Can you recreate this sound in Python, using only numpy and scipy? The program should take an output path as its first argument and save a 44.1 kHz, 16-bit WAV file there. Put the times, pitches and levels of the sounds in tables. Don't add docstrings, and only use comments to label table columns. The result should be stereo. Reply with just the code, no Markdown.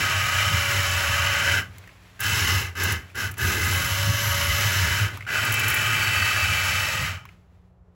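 import sys
import numpy as np
from scipy import signal
from scipy.fft import rfft, irfft, next_fast_len
from scipy.io import wavfile

SR = 44100
rng = np.random.default_rng(int(sys.argv[2]) if len(sys.argv) > 2 else 0)


def inscribe(sig):
    pcm = np.round(np.clip(np.atleast_2d(sig).T, -1, 1) * 32767)
    wavfile.write(sys.argv[1], SR, pcm.astype(np.int16))


N = 350588
TIME_S = np.arange(N) / SR
FFT_SIZE = next_fast_len(N)
BIN_HZ = np.arange(1, FFT_SIZE // 2 + 2) * SR / FFT_SIZE


def from_db(db):
    return 10 ** (np.asarray(db) / 20)


def unit_level(x):
    return x / np.sqrt(np.mean(x ** 2) + 1e-20)


def over_time(rows):
    times_s, *columns = np.transpose(rows)
    return [np.interp(TIME_S, times_s, column) for column in columns]


def over_pitch(rows):
    hz, values = np.transpose(rows)
    return np.interp(np.log(BIN_HZ), np.log(hz), values)


def colour(x, spectrum):
    return irfft(rfft(x, FFT_SIZE) * from_db(over_pitch(spectrum)), FFT_SIZE)[:, :N]


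def filtered(x, kind, hz, order=2):
    return signal.sosfilt(signal.butter(order, hz, kind, fs=SR, output="sos"), x)


def drift(rate_hz):
    step, settle = 40, 2000
    r = np.exp(-2 * np.pi * step * rate_hz / SR)
    slow = signal.lfilter([1], [1, -2 * r, r * r], rng.standard_normal(N // step + settle + 2))[settle:]
    return np.interp(np.arange(N) / step, np.arange(len(slow)), unit_level(slow))


def ring(x, hz, width_hz):
    r = np.exp(-np.pi * width_hz / SR)
    feedback = [1, -2 * r * np.cos(2 * np.pi * hz / SR), r * r]
    return signal.lfilter(np.array([1, 0, -1]) * (1 - r * r) / 2, feedback, x)


def ringing_metal(x, table, blend, waver_db, tilt_db=0, strain=0):
    out = 0
    for k, (hz, width_hz, a_db, b_db, *strain_db) in enumerate(table):
        level_db = a_db + blend * (b_db - a_db) + strain * sum(strain_db)
        level_db += tilt_db * np.log2(hz / 1800) + waver_db * drift(2)
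        out += (-1) ** k * from_db(level_db) * ring(x, hz, width_hz)
    return out


def bursts(rows, edge_db=2.5, hold_s=0):
    length = 4000
    out, age_s = np.zeros((2, N + length)), np.arange(length) / SR
    for start_s, level_db, fade_s in rows:
        at = round(start_s * SR)
        db = level_db - 60 * np.maximum(age_s - hold_s, 0) / fade_s + edge_db * np.exp(-age_s / .0015)
        out[:, at:at + length] += rng.standard_normal((2, length)) * from_db(db)
    return out[:, :N]


# on_s, off_s, rise_s, gear_coast_db_per_s, rumble_db, rumble_coast_db_per_s
RUNS = [(-.5, 1.585, .03, -280, -33, -77), (2.193, 2.607, 0.022, -190, -28, -140),
        (2.753, 2.922, 0.035, -200, -27.5, -150), (3.147, 3.26, 0.022, -290, -29, -120),
        (3.37, 5.034, 0.027, -190, -30, -70), (5.266, 7.104, 0.029, -170, -33, -90.5)]

def power_db(start_db, wheels=False):
    energy, bend_s = 1e-12, .02
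    for on_s, off_s, rise_s, gear_coast, rumble_db, rumble_coast in RUNS:
        full_db, coast, lag_s = (rumble_db, rumble_coast, .019) if wheels else (0, gear_coast, 0)
        rising_db = full_db + start_db * np.exp(-np.maximum(TIME_S - on_s, 0) / (rise_s + lag_s))
        falling_db = coast * bend_s * np.logaddexp(0, (TIME_S - off_s) / bend_s)
        tail_db = -25.5 + .57 * falling_db
        fading = from_db(2 * falling_db) + from_db(2 * tail_db)
        energy += (TIME_S >= on_s) * from_db(2 * rising_db) * fading
    return 10 * np.log10(energy)


# time_s, clatter_db, hiss_db, rasp_db, grumble_db (last three relative to clatter)
GEAR_MIX = [(0, -23.5, -5, -10.5, -12), (.35, -23.5, -5, -10.5, -38.5), (.75, -24.5, -3, -11, -19.5),
            (1.2, -23, -6, -11.5, -32.5), (1.58, -22.5, -4.5, -1, -15), (2.25, -26, 0, -2.5, -18),
            (2.6, -25, -1, -12, -13), (2.85, -26, -1, -2.5, -9.5), (3.25, -29, -1, 0.5, -10),
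            (3.55, -28.5, 0.5, -2.5, -5.5), (3.8, -27.5, -1, -9, -16.5), (4.3, -28, -1, -9.5, -33.5),
            (4.65, -26.5, 0, -11, -23), (5.0, -25.5, -2.5, -5.5, -20), (5.35, -24, -6.5, -4, -16.5),
            (5.8, -23.5, -6, -9.5, -18), (6.3, -23, -6, -7.5, -22.5), (6.8, -24.5, -4, -14.5, -27.5),
            (7.05, -27.5, -6, -12.5, -27.5)]

def gear_levels():
    clatter_db, hiss_db, rasp_db, grumble_db = over_time(GEAR_MIX)
    drive_db = power_db(start_db=-16)
    slow_db = np.clip(-drive_db, 0, 25)
    starting = np.gradient(drive_db) > 0
    rasp_db += np.where(starting, .32, -.047) * slow_db
    return clatter_db + drive_db, hiss_db - .32 * slow_db, rasp_db, grumble_db + .13 * slow_db


def tooth_hits(hits_per_s=5000):
    signs = rng.choice([-1, 1], (2, N))
    hits = rng.random((2, N)) < hits_per_s / SR
    load = from_db(.5 * (drift(8) + drift(88)))
    return unit_level(signs * hits * load)


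# pitch_hz, level_db
HISS_SPECTRUM = [(2500, -11), (3500, 0.6), (5500, 0.5), (7000, -1.5), (10000, -10), (13000, -7),
                 (15000, -17.5), (15800, -5.5)]
# pitch_hz, width_hz, tone_a_db, tone_b_db
FRAME_RINGS = [(3857, 50, -8.5, -2.5), (3290, 41, 2.5, -4), (4050, 55, -5.5, -14.5),
               (4535, 69, -15.5, 12.5), (5350, 140, 3, -1.5), (5500, 120, -1, -5.5), (6054, 120, 4.5, -19),
               (7250, 68, -8, 3), (7700, 27, -8, -4), (7920, 90, -0.5, 10), (10000, 76, 13.5, -1.5),
               (12070, 400, 13, -2)]
# pitch_hz, level_db
GRUMBLE_SPECTRUM = [(140, -20.5), (200, 1.5), (260, 1.5), (310, -2.5), (375, 3.5), (440, -0.5), (500, -3.5),
                    (600, -9.5), (900, -10.5), (1300, -23)]
# pitch_hz, width_hz, tone_a_db, tone_b_db, change_under_strain_db
SHELL_RINGS = [(626, 95, -14, -16, -4.5), (801, 70, -15, -16, 2), (879, 44, -14, -16.5, 1),
               (938.4, 23, -7, -11.5, 1), (1119, 72, -10, -12.5, 2), (1255, 28.5, 0.5, -1.5, -0.5),
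               (1382, 110, -3.5, -5, -3), (1453, 96, -2.5, -4.5, -1), (1727, 50, -0.5, -6.5, 4),
               (1886, 54, -4, -4.5, -1.5), (2036, 69, 0.5, -4, 1.5), (2330, 63, -6, -0.5, -5),
               (2443, 70, -12.5, -3.5, -3.5), (2651, 88, -4.5, -4, 5), (2772, 130, -5.5, -9, 3),
               (3034, 120, 0.5, -5.5, -1)]
# time_s, strain_0_to_1
STRAIN = [(1.6, 0.1), (2.2, 1), (3.0, 1), (3.3, 0.69), (3.7, 0.6), (4.0, 0.05)]
RASP_HZ, RASP_WIDTH_HZ = 1562, 160
SHELL_TOP_HZ = 3110

def gears(blend, top_db, throb):
    clatter_db, hiss_db, rasp_db, grumble_db = gear_levels()
    teeth = throb * tooth_hits()
    hiss = colour(teeth, HISS_SPECTRUM)
    hiss = unit_level(hiss + ringing_metal(hiss, FRAME_RINGS, blend, waver_db=1.8))
    hiss += (from_db(top_db) - 1) * filtered(hiss, "high", 8500)
    rasp = ring(ring(teeth, RASP_HZ, RASP_WIDTH_HZ), RASP_HZ, 3 * RASP_WIDTH_HZ)
    grumble = colour(rng.standard_normal((2, N)), GRUMBLE_SPECTRUM)
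    tilt_db = .12 * np.clip(clatter_db + 22.5, -25, 0)
    strain, = over_time(STRAIN)
    shell = ringing_metal(teeth, SHELL_RINGS, blend, waver_db=1.35, tilt_db=tilt_db, strain=strain)
    shell = signal.sosfilt(signal.cheby1(6, 1, SHELL_TOP_HZ, fs=SR, output="sos"), shell)
    mix = unit_level(shell) + from_db(rasp_db) * unit_level(rasp)
    mix += from_db(hiss_db) * hiss + from_db(grumble_db) * unit_level(grumble)
    return from_db(clatter_db) * mix


# start_s, end_s, shaft_hz, starts_slow_by_fraction
WHINE_RUNS = [(0, 1.59, 189.4, .025), (3.76, 5.04, 189.2, .03), (5.34, 7.05, 174.8, 0)]
# shaft_multiple, then (start_db, middle_db, end_db) for each long run
WHINE_TONES = [(2, (-61, -63.5, -62), (-58.5, -58, -55.5), (-66, -66, -67)), (3, (-54, -42, -44.5),
               (-48.5, -41, -51.5), (-72.5, -62.5, -49.5)), (5, (-60, -56, -50.5), (-55.5, -47.5, -49),
               (-53, -47, -50)), (6, (-44, -45, -48), (-44.5, -46, -52), (-54, -50, -58.5)),
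               (7, (-62.5, -59, -61), (-60.5, -62.5, -62), (-45, -46.5, -48.5)), (11, (-49.5, -51.5, -53),
               (-49, -52, -45), (-49.5, -49.5, -53)), (9, (-55.5, -48, -49), (-43.5, -45.5, -36.5),
               (-58, -63.5, -64)), (15, (-65, -68, -66.5), (-62.5, -60.5, -61), (-36.5, -32.5, -39))]
GEAR_THROB = [(1, 0.09), (2, 0.12), (3, 0.08)]

def motor(catch_up_s=.22):
    whine, throb = 0, 1
    for run, (start_s, end_s, shaft_hz, slow_by) in enumerate(WHINE_RUNS):
        on = np.clip(np.minimum(TIME_S - start_s + .03, end_s - TIME_S) / .04, 0, 1)
        speed = 1 - slow_by * np.exp(-np.maximum(TIME_S - start_s, 0) / catch_up_s)
        speed += .004 * drift(19.88) + .0025 * drift(2.5)
        angle = 2 * np.pi * np.cumsum(shaft_hz * speed) / SR
        throb += on * sum(depth * np.cos(multiple * angle) for multiple, depth in GEAR_THROB)
        for multiple, *levels_db in WHINE_TONES:
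            db = np.interp(TIME_S, [start_s, (start_s + end_s) / 2, end_s], levels_db[run])
            whine += on * np.sqrt(2) * from_db(db + 1.9 * drift(12)) * np.sin(multiple * angle)
    return whine, throb


# time_s, boost_db, pitch_hz
RUMBLE_SWELLS = [(0.02, 3.5, 92.2), (.53, 9, 97.7), (.76, 2.5, 96.97), (0.949, 4.5, 87.92), (1.1, 5, 86.5),
                 (1.26, 4.5, 93.3), (1.46, 1, 90.5), (2.28, -1.5, 100), (2.46, -1.5, 91.9),
                 (2.94, 5.5, 86.6), (3.28, 1, 92.7), (3.43, 10, 94.3), (3.6, -1.5, 84.2), (3.82, 3.5, 95.4),
                 (4.09, 7, 101), (4.27, 3, 95.5), (4.48, 3.5, 85), (4.64, 3, 102), (4.86, 4.5, 86.8),
                 (5.05, 4.5, 102), (5.6, 0.5, 104.3), (5.9, 1.5, 107.9), (6.08, 4.5, 102),
                 (6.22, 1.5, 93.5), (6.53, 5, 93.2), (6.72, 0.5, 90), (6.9, 1.5, 103), (7.02, 6.5, 88)]

def floorboards(swell_s=.03, at_rest_db=-61):
    _, pitch_hz = over_time(RUMBLE_SWELLS)
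    swell_db = sum(db * np.exp(-.5 * ((TIME_S - s) / swell_s) ** 2) for s, db, _ in RUMBLE_SWELLS)
    level = from_db(power_db(start_db=-19, wheels=True) + swell_db) + from_db(at_rest_db)
    phase = 2 * np.pi * np.cumsum(pitch_hz) / SR
    tone = (.87 + drift(23)) * np.cos(phase) + drift(13.1) * np.sin(phase)
    noise = filtered(rng.standard_normal((2, N)), "band", [70, 170])
    rumble = level * unit_level(unit_level(tone) + from_db(-9.5) * unit_level(noise))
    return filtered(rumble, "high", 60, order=5)


# pitch_hz, level_db
AIR_SPECTRUM = [(15, -46.5), (25, -26.5), (59, 2), (149, -31.5), (165, -14), (183, -12.5), (213, -34),
                (418, -18), (451, -23), (700, -24), (1300, -32.5), (1970, -42), (3210, -54.5),
                (12000, -63.5), (15600, -96.5), (22000, -120)]

def room_air():
    air = from_db(-56.5) * unit_level(colour(rng.standard_normal((2, N)), AIR_SPECTRUM))
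    for hum_hz, hum_db in (121, -67), (179.3, -64.5):
        air += np.sqrt(2) * from_db(hum_db + 1.5 * drift(3)) * np.sin(2 * np.pi * hum_hz * TIME_S)
    return air


# time_s, level_db
RUSTLE_LEVELS = [(1.7, -51), (2.15, -54.5), (3.1, -53.5), (5.0, -44), (5.15, -42.5), (5.2, -49),
                 (5.24, -49), (5.26, -54), (7.2, -68), (7.32, -58), (7.4, -67), (7.45, -72), (7.55, -70),
                 (7.8, -81.5), (7.95, -78)]
# pitch_hz, level_db
RUSTLE_SPECTRUM = [(150, -25), (260, -1.5), (500, -6), (900, -5), (2200, -4), (3500, -11), (7400, -18.5),
                   (11000, -20), (15800, -24)]

def rustle():
    level_db = over_time(RUSTLE_LEVELS)[0] + 1.2 * drift(10)
    return from_db(level_db) * unit_level(colour(rng.standard_normal((2, N)), RUSTLE_SPECTRUM))


# start_s, level_db, crack_over_knock_db, pitch_hz
SLACK_TICKS = [(1.783, -34, 2.5, 1826), (1.8397, -34, -14, 2036), (1.8749, -34, -9, 1910),
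               (1.892, -33, -19, 2210), (1.9144, -44.5, -22, 2120), (2.1935, -29.5, -9, 1602),
               (2.7536, -29, -5, 1540), (3.0999, -34, -13, 2390), (3.1552, -30.5, 5, 1515),
               (3.341, -27, -7, 2317), (5.1401, -26, -14, 1560), (5.1731, -22, -7, 1260),
               (5.2075, -21, -20, 2030), (5.224, -25.5, -20, 2130), (5.2505, -27, -21, 2110),
               (5.2666, -23.5, -27, 1535), (5.2888, -14, -25.5, 1550), (7.2532, -24.5, -13, 1130),
               (7.2896, -30, -20, 2100)]

def slack_ticks():
    cracks = bursts([(s, db + crack_db - 6.5, .025) for s, db, crack_db, _ in SLACK_TICKS])
    knocks = bursts([(s, db - 7, .04) for s, db, _, _ in SLACK_TICKS], edge_db=3)
    out = filtered(cracks, "high", 3500) + filtered(knocks, "band", [1100, 2700], order=3)
    strike = np.arange(1200) < 500
    for start_s, _, _, pitch_hz in SLACK_TICKS:
        at = round(start_s * SR)
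        span = slice(at, at + len(strike))
        out[:, span] += from_db(11) * ring(knocks[:, span] * strike, pitch_hz, width_hz=200)
    return out


# start_s, level_db, fade_s
GEAR_SNAGS = [(2.2034, -22, 0.037), (2.2343, -28.5, 0.024), (2.834, -18, 0.036), (2.9213, -20.5, 0.027),
              (3.3129, -29.5, 0.022), (3.3802, -27.5, 0.028), (5.4474, -22.5, 0.031), (5.5214, -18, 0.028),
              (5.5394, -19, 0.03), (5.5932, -20, 0.032), (5.6815, -17.5, 0.034), (5.6994, -18.5, 0.027),
              (5.7428, -18, 0.027)]

def snags():
    return filtered(bursts(GEAR_SNAGS, edge_db=-3, hold_s=.0048), "high", 8000, order=3)


# start_s, level_db, fade_s
SOFT_BUMPS = [(7.513, -39, 0.13), (7.879, -38.5, 0.116)]

def bumps():
    return filtered(bursts(SOFT_BUMPS), "band", [200, 480])


# pitch_hz, likeness_0_to_1
PORT_LIKENESS = [(30, 0.88), (60, 0.6), (130, 0.95), (290, 0.6), (640, 0.6), (1410, 0.49), (3100, 0.83),
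                 (5000, 0.3), (6500, 1), (15000, 1)]
# pitch_hz, shift_radians
PORT_SHIFT = [(150, 0.099), (300, 1), (700, 0.63), (1150, 0.43), (1460, -0.95), (1720, 1), (1980, -1.2),
              (2330, -0.86), (3000, 0.91), (4500, -0.4), (6300, -1.01)]
# pitch_hz, left_over_right_db
PORT_BALANCE = [(60, 0.5), (110, 5), (200, 0.5), (380, 2), (700, 0.5), (1290, 4.5), (2380, 3), (4400, 2.0),
                (8120, -0.5), (15000, -0.5)]
DELAY_ABOVE_HZ, PORT_DELAY_S = 6490, .00025

def microphone_ports(paths):
    direct, scattered = rfft(paths, FFT_SIZE)
    alike = over_pitch(PORT_LIKENESS)
    shift = over_pitch(PORT_SHIFT) + 2 * np.pi * PORT_DELAY_S * np.maximum(BIN_HZ - DELAY_ABOVE_HZ, 0)
    lean_left = from_db(over_pitch(PORT_BALANCE) / 2)
    right = alike * direct * np.exp(1j * shift) + np.sqrt(1 - alike ** 2) * scattered
    return irfft(np.array([direct * lean_left, right / lean_left]), FFT_SIZE)[:, :N]


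# time_s, tone_blend_0_to_1, left_over_right_db, top_treble_db
CAR_FACING = [(0, 0.8, 0.2, 3.5), (.8, 0.48, 1.2, 4), (1.6, 0.5, -0.1, 3), (2.2, 0.44, -0.5, 5),
              (2.9, 0.2, 0.7, 1.5), (3.4, 0.13, 0.5, 4.5), (3.8, 0.32, 0.5, 7.5), (4.2, 0, 0, 2.5),
              (5.1, 0.54, 0.8, 4.5), (5.3, .9, 0.5, 4.5), (5.8, .9, 1, 7), (6.2, 0.93, 0.9, 6),
              (7.1, .9, 1.5, 4.5), (7.5, .5, 0, -12)]

def scene():
    blend, pan_db, top_db = over_time(CAR_FACING)
    air = room_air()
    whine, throb = motor()
    mix = gears(blend, top_db, throb) + whine + floorboards() + air + rustle()
    mix += slack_ticks() + snags() + bumps()
    return microphone_ports(mix) * from_db(np.array([pan_db, -pan_db]) / 2)


def record(dry):
    return signal.sosfilt(signal.cheby2(24, 70, 16200, fs=SR, output="sos"), dry)


dry = scene()
out = record(dry)
inscribe(out)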